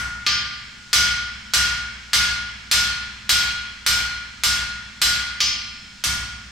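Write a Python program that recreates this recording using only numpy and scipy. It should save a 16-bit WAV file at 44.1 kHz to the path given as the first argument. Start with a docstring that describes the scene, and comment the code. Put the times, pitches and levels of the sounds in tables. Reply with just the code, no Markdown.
"""Nearly two hammer blows a second strike a hot bar on an anvil in a hard-walled workshop.
Each blow is a burst of filtered noise and damped tones, a set of ringing anvil tones and a low floor thump.
Twice the hammer drops on the bare face while the bar is turned, which gives a cleaner ring.
Behind it lie blower rumble, hiss and a thin whine. A limiter turns down the loud moments."""
import sys
import numpy as np
from scipy import signal
from scipy.fft import rfft, irfft, next_fast_len
from scipy.io import wavfile
from scipy.ndimage import uniform_filter1d

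SR = 44100
rng = np.random.default_rng(int(sys.argv[2]) if len(sys.argv) > 2 else 0)


def wrap_up_sound(samples):
    """Save the sound to the file named by the first command line argument, as 16-bit audio."""
    columns = np.atleast_2d(samples).T
    # keep every value between -1 and 1, then stretch to whole-number steps
    tamed = np.clip(columns, -1, 1)
    steps = np.round(tamed * 32767).astype(np.int16)
    wavfile.write(sys.argv[1], SR, steps)


N = 287071

# Overtones of anvil and hammer. Columns: f/Hz, t60/s (time to fall 60 dB), relative level through the bar/dB,
# change of level per unit of place/dB, relative level on the bare face/dB
OVERTONES = [(1197.0, 0.62, -41.4, -3.6, -38.5), (2222.0, 1.2, -41.9, -4.0, -50.0),
             (2928.0, 0.7, -37.6, -2.9, -38.0), (3145.0, 0.6, -46.8, -3.6, -43.0),
             (3217.0, 0.8, -43.0, -5.1, -37.4), (3298.0, 0.9, -39.4, 0.3, -48.0),
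             (4171.0, 1.2, -39.1, 4.7, -41.1), (4472.0, 0.5, -46.9, -0.2, -38.9),
             (4674.0, 0.75, -40.3, 2.5, -36.9), (4713.0, 0.8, -45.7, 3.7, -37.5),
             (5171.0, 0.8, -32.4, 1.9, -30.6), (5259.0, 1.3, -38.1, -6.5, -37.7),
             (5643.0, 0.55, -48.1, 0.9, -39.4), (6050.0, 0.6, -39.8, -3.2, -51.6),
             (6083.0, 0.5, -36.0, -4.8, -34.6), (6789.0, 0.42, -48.6, -3.3, -39.9),
             (6940.0, 0.4, -54.5, -6.5, -46.7), (7408.0, 0.55, -41.0, 2.9, -55.3),
             (7554.0, 0.4, -48.7, -1.4, -63.1), (7918.0, 0.45, -48.8, -1.4, -66.1),
             (8109.0, 0.4, -48.1, 2.6, -65.4), (8676.0, 0.42, -45.5, 6.7, -59.8),
             (9061.0, 0.45, -49.4, -1.6, -61.9), (10514.0, 0.4, -53.8, -0.3, -71.6),
             (10843.0, 0.3, -53.3, -0.0, -96.7), (11933.0, 0.33, -56.4, 10.7, -82.8),
             (12342.0, 0.45, -51.6, 9.0, -82.3), (13002.0, 0.33, -55.5, -3.2, -62.4),
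             (13172.0, 0.3, -45.6, 5.4, -77.4)]
AGE = np.arange(int(1.3 * SR)) / SR   # seconds since a blow
EARLY = int(0.2 * SR)   # samples at the start of a blow over which its loudness is set


def from_db(db):
    """Turn decibels into a plain multiplier."""
    return 10 ** (np.asarray(db) / 20)


def at_hz(points, hz):
    """Read a curve of (Hz, value) points, with pitch on a logarithmic scale."""
    known_hz, values = np.transpose(points)
    return np.interp(np.log(np.maximum(hz, 1)), np.log(known_hz), values)


def early_rms_one(x):
    """Scale a sound so that its early part has an rms of 1."""
    return x / np.sqrt(np.mean(x[..., :EARLY] ** 2))


def dying(t60):
    """Envelope that falls 60 dB in t60 seconds."""
    return np.exp(-np.log(1000) * AGE / t60)


def delayed(x, s):
    """Make a sound start s seconds later, at the same length."""
    return np.pad(x, (max(round(s * SR), 0), 0))[:len(x)]


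def add(out, sound, s):
    """Mix a stereo sound in from time s on, cutting off what falls outside."""
    at = round(s * SR)
    first, last = max(at, 0), min(at + sound.shape[1], N)
    out[:, first:last] += sound[:, first - at:last - at]


def coloured(x, *spectra):
    """Filter that gives white noise of rms 1 the summed spectra (dB per Hz), with no sound ahead of time."""
    size = 2 * next_fast_len(x.shape[-1] // 2 + 2048)
    hz = np.arange(size // 2 + 1) * SR / size
    level_db = sum(at_hz(points, hz) for points in spectra)
    gain = from_db(level_db) * np.sqrt(SR / 2)
    # the folded cepstrum gives the minimum-phase filter: the earliest response with this gain
    cepstrum = irfft(np.log(gain))[:size // 2]
    cepstrum[1:] *= 2
    response = np.exp(rfft(cepstrum, size))
    return irfft(rfft(x, size) * response)[..., :x.shape[-1]]


def stereo_noise(size, alike):
    """White noise whose left and right have the correlation alike (1 = the same)."""
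    mid, side = rng.standard_normal((2, size))
    alike = np.clip(alike, -1, 1)
    middle = np.sqrt(1 + alike) * mid
    width = np.sqrt(1 - alike) * side * [[1], [-1]]
    return (middle + width) / np.sqrt(2)


def narrow_bass(x, below_hz=190):
    """Long waves reach both microphones nearly alike, so the bass has little left-right difference."""
    high_pass = signal.butter(1, below_hz, "high", fs=SR, output="sos")
    side = signal.sosfilt(high_pass, (x[0] - x[1]) / 2)
    return x.mean(0) + side * [[1], [-1]]


def ring(x, hz, t60):
    """One decaying mode driven by x, as a two-pole resonance."""
    r, w = np.exp(-np.log(1000) / (t60 * SR)), 2 * np.pi * hz / SR
    return signal.lfilter([0, np.sin(w)], [1, -2 * r * np.cos(w), r * r], x)


def background(whine_hz=15500, whine_db=-76):
    """Steady blower rumble and hiss from filtered noise, and a faint electronic whine from a sine."""
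    # forge blower and hiss. Columns: f/Hz, level/dB per Hz
    hum_and_hiss = [(20, -76), (60, -73.5), (150, -78), (215, -72.5), (310, -88.5), (600, -94.5),
                    (1500, -82), (5000, -83), (7500, -89.5), (10000, -104), (15000, -122)]
    whine = from_db(whine_db) * np.sqrt(2) * np.sin(2 * np.pi * whine_hz * np.arange(N) / SR)
    return coloured(stereo_noise(N, alike=0.52), hum_and_hiss) + whine


def workshop(alike=0.28, low_mid_alike=-0.021, build_s=0.0027):
    """Dense echoes build up quickly, mostly die sooner in the treble, and spread widest below 900 Hz."""
    # how long the room rings. Columns: f/Hz, t60/s
    room_t60 = [(100, 1.7), (500, 1.204), (1500, 1.375), (2500, 1.277), (4500, 0.79), (7000, 0.76),
                (10000, 0.44), (14000, 0.44)]
    edges = np.r_[0, np.geomspace(900, 13000, 9), SR / 2]
    size = next_fast_len(len(AGE))
    hz = np.arange(size // 2 + 1) * SR / size
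    low_part = rfft(stereo_noise(size, low_mid_alike))
    high_part = rfft(stereo_noise(size, alike))
    spectrum = np.where(hz < edges[1], low_part, high_part)
    tail = 0
    for low, high in zip(edges, edges[1:]):
        band = irfft(spectrum * ((hz >= low) & (hz < high)), size)[:, :len(AGE)]
        tail = tail + band * dying(at_hz(room_t60, (low + high) / 2))
    return early_rms_one(tail * (1 - np.exp(-AGE / build_s)))


def to_microphones(room, direct):
    """The straight path plus the room's echoes."""
    return room / np.sqrt(np.sum(room[0] ** 2)) + direct * signal.unit_impulse(len(AGE))


def thump(late_s=0.01202, lead=0.11):
    """The stand passes the blow to the floor; its two lowest modes beat about eight times a second."""
    # stand, floor and low room modes. Columns: f/Hz, t60/s, relative level/dB
    stand = [(59.6, 1.9, -38), (67.9, 1.33, -40), (98.1, 1.53, -45), (116.3, 2.03, -46),
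             (143.8, 1.2, -47.5), (176, 0.71, -45.5), (199, 6.1, -55), (223.7, 2.03, -53)]
    phase = np.array([[lead], [-lead]]) / 2   # radians: left leads right
    modes = 0
    for k, (hz, t60, db) in enumerate(stand):
        mode = early_rms_one(np.sin(2 * np.pi * hz * AGE + phase) * dying(t60))
        modes = modes + (-1) ** k * from_db(db) * mode   # every other mode is turned over
    soft_start = 1 - dying(0.087)
    return np.array([delayed(side * soft_start, late_s) for side in modes])


def bar_partials(t60=0.11, count=150):
    """The many weak, quickly damped modes of bar and hammer head: partials x time."""
    hz = np.linspace(1400, 14300, count) + rng.uniform(-45, 45, count)
    return np.sin(2 * np.pi * hz[:, None] * AGE[:EARLY]) * dying(t60)[:EARLY]


def crash(room, partials, direct_db, clang_t60, partials_db, same_path=0.12, crack_db=-8.5, echoes_db=-3.0):
    """Hammer contact gives a crack, a short clang, damped tones and echoes that partly repeat each blow."""
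    crack = early_rms_one(delayed(signal.unit_impulse(len(AGE)), 0.0003))
    clang = early_rms_one(rng.standard_normal(len(AGE)) * dying(clang_t60))
    clang = signal.sosfilt(signal.butter(1, 2000, "high", fs=SR, output="sos"), clang)
    same_path = np.clip(same_path, 0, 1)
    echoes = np.sqrt(same_path) * room + np.sqrt(1 - same_path) * workshop()
    # every blow shares its energy out anew among the partials
    jangle = rng.standard_normal(len(partials)) @ partials
    jangle = signal.fftconvolve(to_microphones(room, direct=1.0), jangle[None], axes=1)
    jangle = early_rms_one(jangle[:, :len(AGE)])
    dry_part = from_db(crack_db) * crack + from_db(direct_db) * clang
    return dry_part + from_db(echoes_db) * echoes + from_db(partials_db) * jangle


def overtones(room, wet_db=-4):
    """Each overtone sounds fully from the strike on, then swells in the room: modes x channels x time."""
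    modes = []
    for hz, t60, *_ in OVERTONES:
        direct = early_rms_one(np.sin(2 * np.pi * hz * AGE) * dying(t60)) * rng.choice([-1, 1])
        swell = early_rms_one(ring(room, hz, t60 / 2) * dying(3.6))
        modes.append(early_rms_one(direct + from_db(wet_db) * swell))
    return np.array(modes)


def main_note(room, note_hz=1431, split_hz=1.063, twin=0.8, t60=1.82, echo_s=0.064, echo=1.0,
              wet_db=-8, pan_db=1.9):
    """The anvil's bending mode is a slowly beating pair; the far wall's echo returns in step and swells it."""
    lower = np.sin(2 * np.pi * note_hz * AGE)
    upper = twin * np.sin(2 * np.pi * (note_hz + split_hz) * AGE)
    pair = (lower + upper) * dying(t60)
    whole_cycles_s = round(echo_s * note_hz) / note_hz
    note = early_rms_one(pair + echo * delayed(pair, whole_cycles_s))
    diffuse = early_rms_one(ring(room, note_hz, t60=0.12))
    sides = [early_rms_one(side) for side in note + from_db(wet_db) * diffuse]
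    return np.array(sides) * from_db([[pan_db], [-pan_db]])


def blow_levels(s, force_db, free_db, place):
    """Crash, main note and thump follow the force, the grip on the anvil, the thinning bar and the place."""
    # columns of all five: crash low-mid, crash upper-mid, crash treble, main note, thump
    normal_db = (4.97, 3.5, 9.4, 1.2, 0.7)   # a blow of normal force at time zero [dB]
    force_share = (0.069, 1, 0.13, .15, 0.12)   # [dB per dB of force]
    ring_share = (0.24, 0.069, 0.18, 0.34, 0)   # [dB per dB of freedom to ring]
    thinning = (-0.47, -0.039, 0.012, -.85, -0.36)   # change as the bar gets thinner [dB per s]
    place_db = (0.18, 0.06, -0.88, -0.43, -1.4)   # change from the middle of the face to place 1 [dB]
    return normal_db + np.dot([force_db, free_db, s, place], [force_share, ring_share, thinning, place_db])


def tap_levels(hardness_db):
    """On the bare face a harder contact makes the crash brighter and takes away body."""
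    # columns of both: crash low-mid, crash upper-mid, crash treble, main note, thump
    normal_db = (-2.4, -1.5, -29, -12.5, -7.5)   # a tap of normal hardness [dB]
    hardness_share = (-1, -0.5, 1.5, -2.5, -2)   # [dB per dB of hardness]
    return normal_db + hardness_db * np.array(hardness_share)


def hammering(note_db=-23.5, scatter_db=0.9, body_hz=600, bar_ring_db=3, face_ring_db=2.5):
    """Hot iron cushions a blow into a broad crash; the bare face gives a cleaner ring."""
    # blows on the hot bar, the first just before time zero.
    # Columns: t/s, force/dB, freedom of the anvil to ring/dB, place on the face (0 = middle)
    blows = [(-0.13, -12.5, -10.5, -0.61), (0.9303, 1.5, 2, -0.5), (1.5358, -.3, -0.5, -0.41),
             (2.1322, 0.9, -1.3, -0.4), (2.7134, 1.3, 0.5, 0.46), (3.2928, 1.5, 0.3, 0.87),
             (3.8639, -1.7, -0.5, 0.76), (4.4355, -2.5, -1, 0.37), (5.0165, -0.5, .8, 0.65),
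             (6.0389, -5, -14, -1.7)]
    # taps on the bare face. Columns: t/s, hardness of the contact/dB
    taps = [(0.2647, -1.5), (5.404, 2)]
    # crash on the bar and on the bare face, before the colouring below. Columns: f/Hz, level/dB per Hz
    bar_crash = [(40, -64), (150, -72.5), (300, -72.5), (500, -81.5), (750, -70.5), (1050, -67.5),
                 (1500, -62.5), (2200, -60.5), (2700, -61.5), (3300, -59), (4700, -59), (7000, -68.5),
                 (13200, -83), (15500, -101.5)]
    face_crash = [(40, -87), (300, -71.5), (500, -106), (750, -75), (1050, -73.5), (1600, -64),
                  (2700, -59.5), (3800, -60), (4700, -53.5), (5600, -62), (7000, -58.5), (9000, -59),
                  (12000, -67.5), (15000, -73)]
    # centres of low-mid, upper-mid and treble [Hz]
    colour_hz = (1700, 4000, 10000)

    room, out = workshop(), np.zeros((2, N))
    modes, note, low, partials = overtones(room), main_note(room), thump(), bar_partials()
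    mode_hz, _, bar_db, place_db, face_db = np.transpose(OVERTONES)
    # hardness tilts the overtones about 2950 Hz: dB per octave for each dB of hardness
    tilt = 1.24 * np.log2(mode_hz / 2950)

    strokes = []
    for s, force_db, free_db, place in blows:
        # where the hammer lands decides which overtones speak
        modes_db = bar_ring_db + free_db + bar_db + place * place_db
        noise = crash(room, partials, direct_db=-9.5, clang_t60=0.44, partials_db=-7)
        strokes.append((s, blow_levels(s, force_db, free_db, place), bar_crash, modes_db, noise))
    for s, hardness_db in taps:
        modes_db = face_ring_db + face_db + hardness_db * tilt
        noise = crash(room, partials, direct_db=-2, clang_t60=0.19, partials_db=-2)
        strokes.append((s, tap_levels(hardness_db), face_crash, modes_db, noise))

    for s, (*colour_db, main_db, thump_db), spectrum, modes_db, noise in strokes:
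        strengths = from_db(modes_db + scatter_db * rng.standard_normal(len(modes)))
        # the stroke's own levels colour the crash above its low body
        colour = [(body_hz, 0), *zip(colour_hz, colour_db)]
        sound = narrow_bass(coloured(noise, spectrum, colour))
        sound = sound + np.tensordot(strengths, modes, 1)
        sound = sound + from_db(note_db + main_db) * note
        add(out, sound + from_db(thump_db) * low, s)
    return out


def scene(pan_db=-0.33):
    """The hammering over the background, with the anvil almost straight ahead."""
    return (hammering() + narrow_bass(background())) * from_db([[pan_db], [-pan_db]])


def limiter(x, threshold_db=-20, slope=0.16, release_db_per_s=90):
    """The gain drops almost at once on a loud sound and comes back at a steady rate."""
    power = uniform_filter1d(np.mean(x ** 2, 0), size=130)
    level_db = 10 * np.log10(np.maximum(power, 1e-12))
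    wanted_cut_db = slope * np.maximum(level_db - threshold_db, 0)
    recovery_db = release_db_per_s * np.arange(N) / SR
    # the running maximum holds each cut while the recovery lets it go
    cut_db = np.maximum.accumulate(wanted_cut_db + recovery_db) - recovery_db
    return x * from_db(-uniform_filter1d(cut_db, size=40))


def record(dry, top=0.47, cutoff_hz=16300):
    """The recorder's limiter, then rounded peaks, then a steep cut of the highest treble."""
    rounded = top * np.tanh(limiter(dry) / top)
    return signal.sosfilt(signal.ellip(10, 0.1, 80, cutoff_hz, fs=SR, output="sos"), rounded)


dry = scene()
out = record(dry)
wrap_up_sound(out)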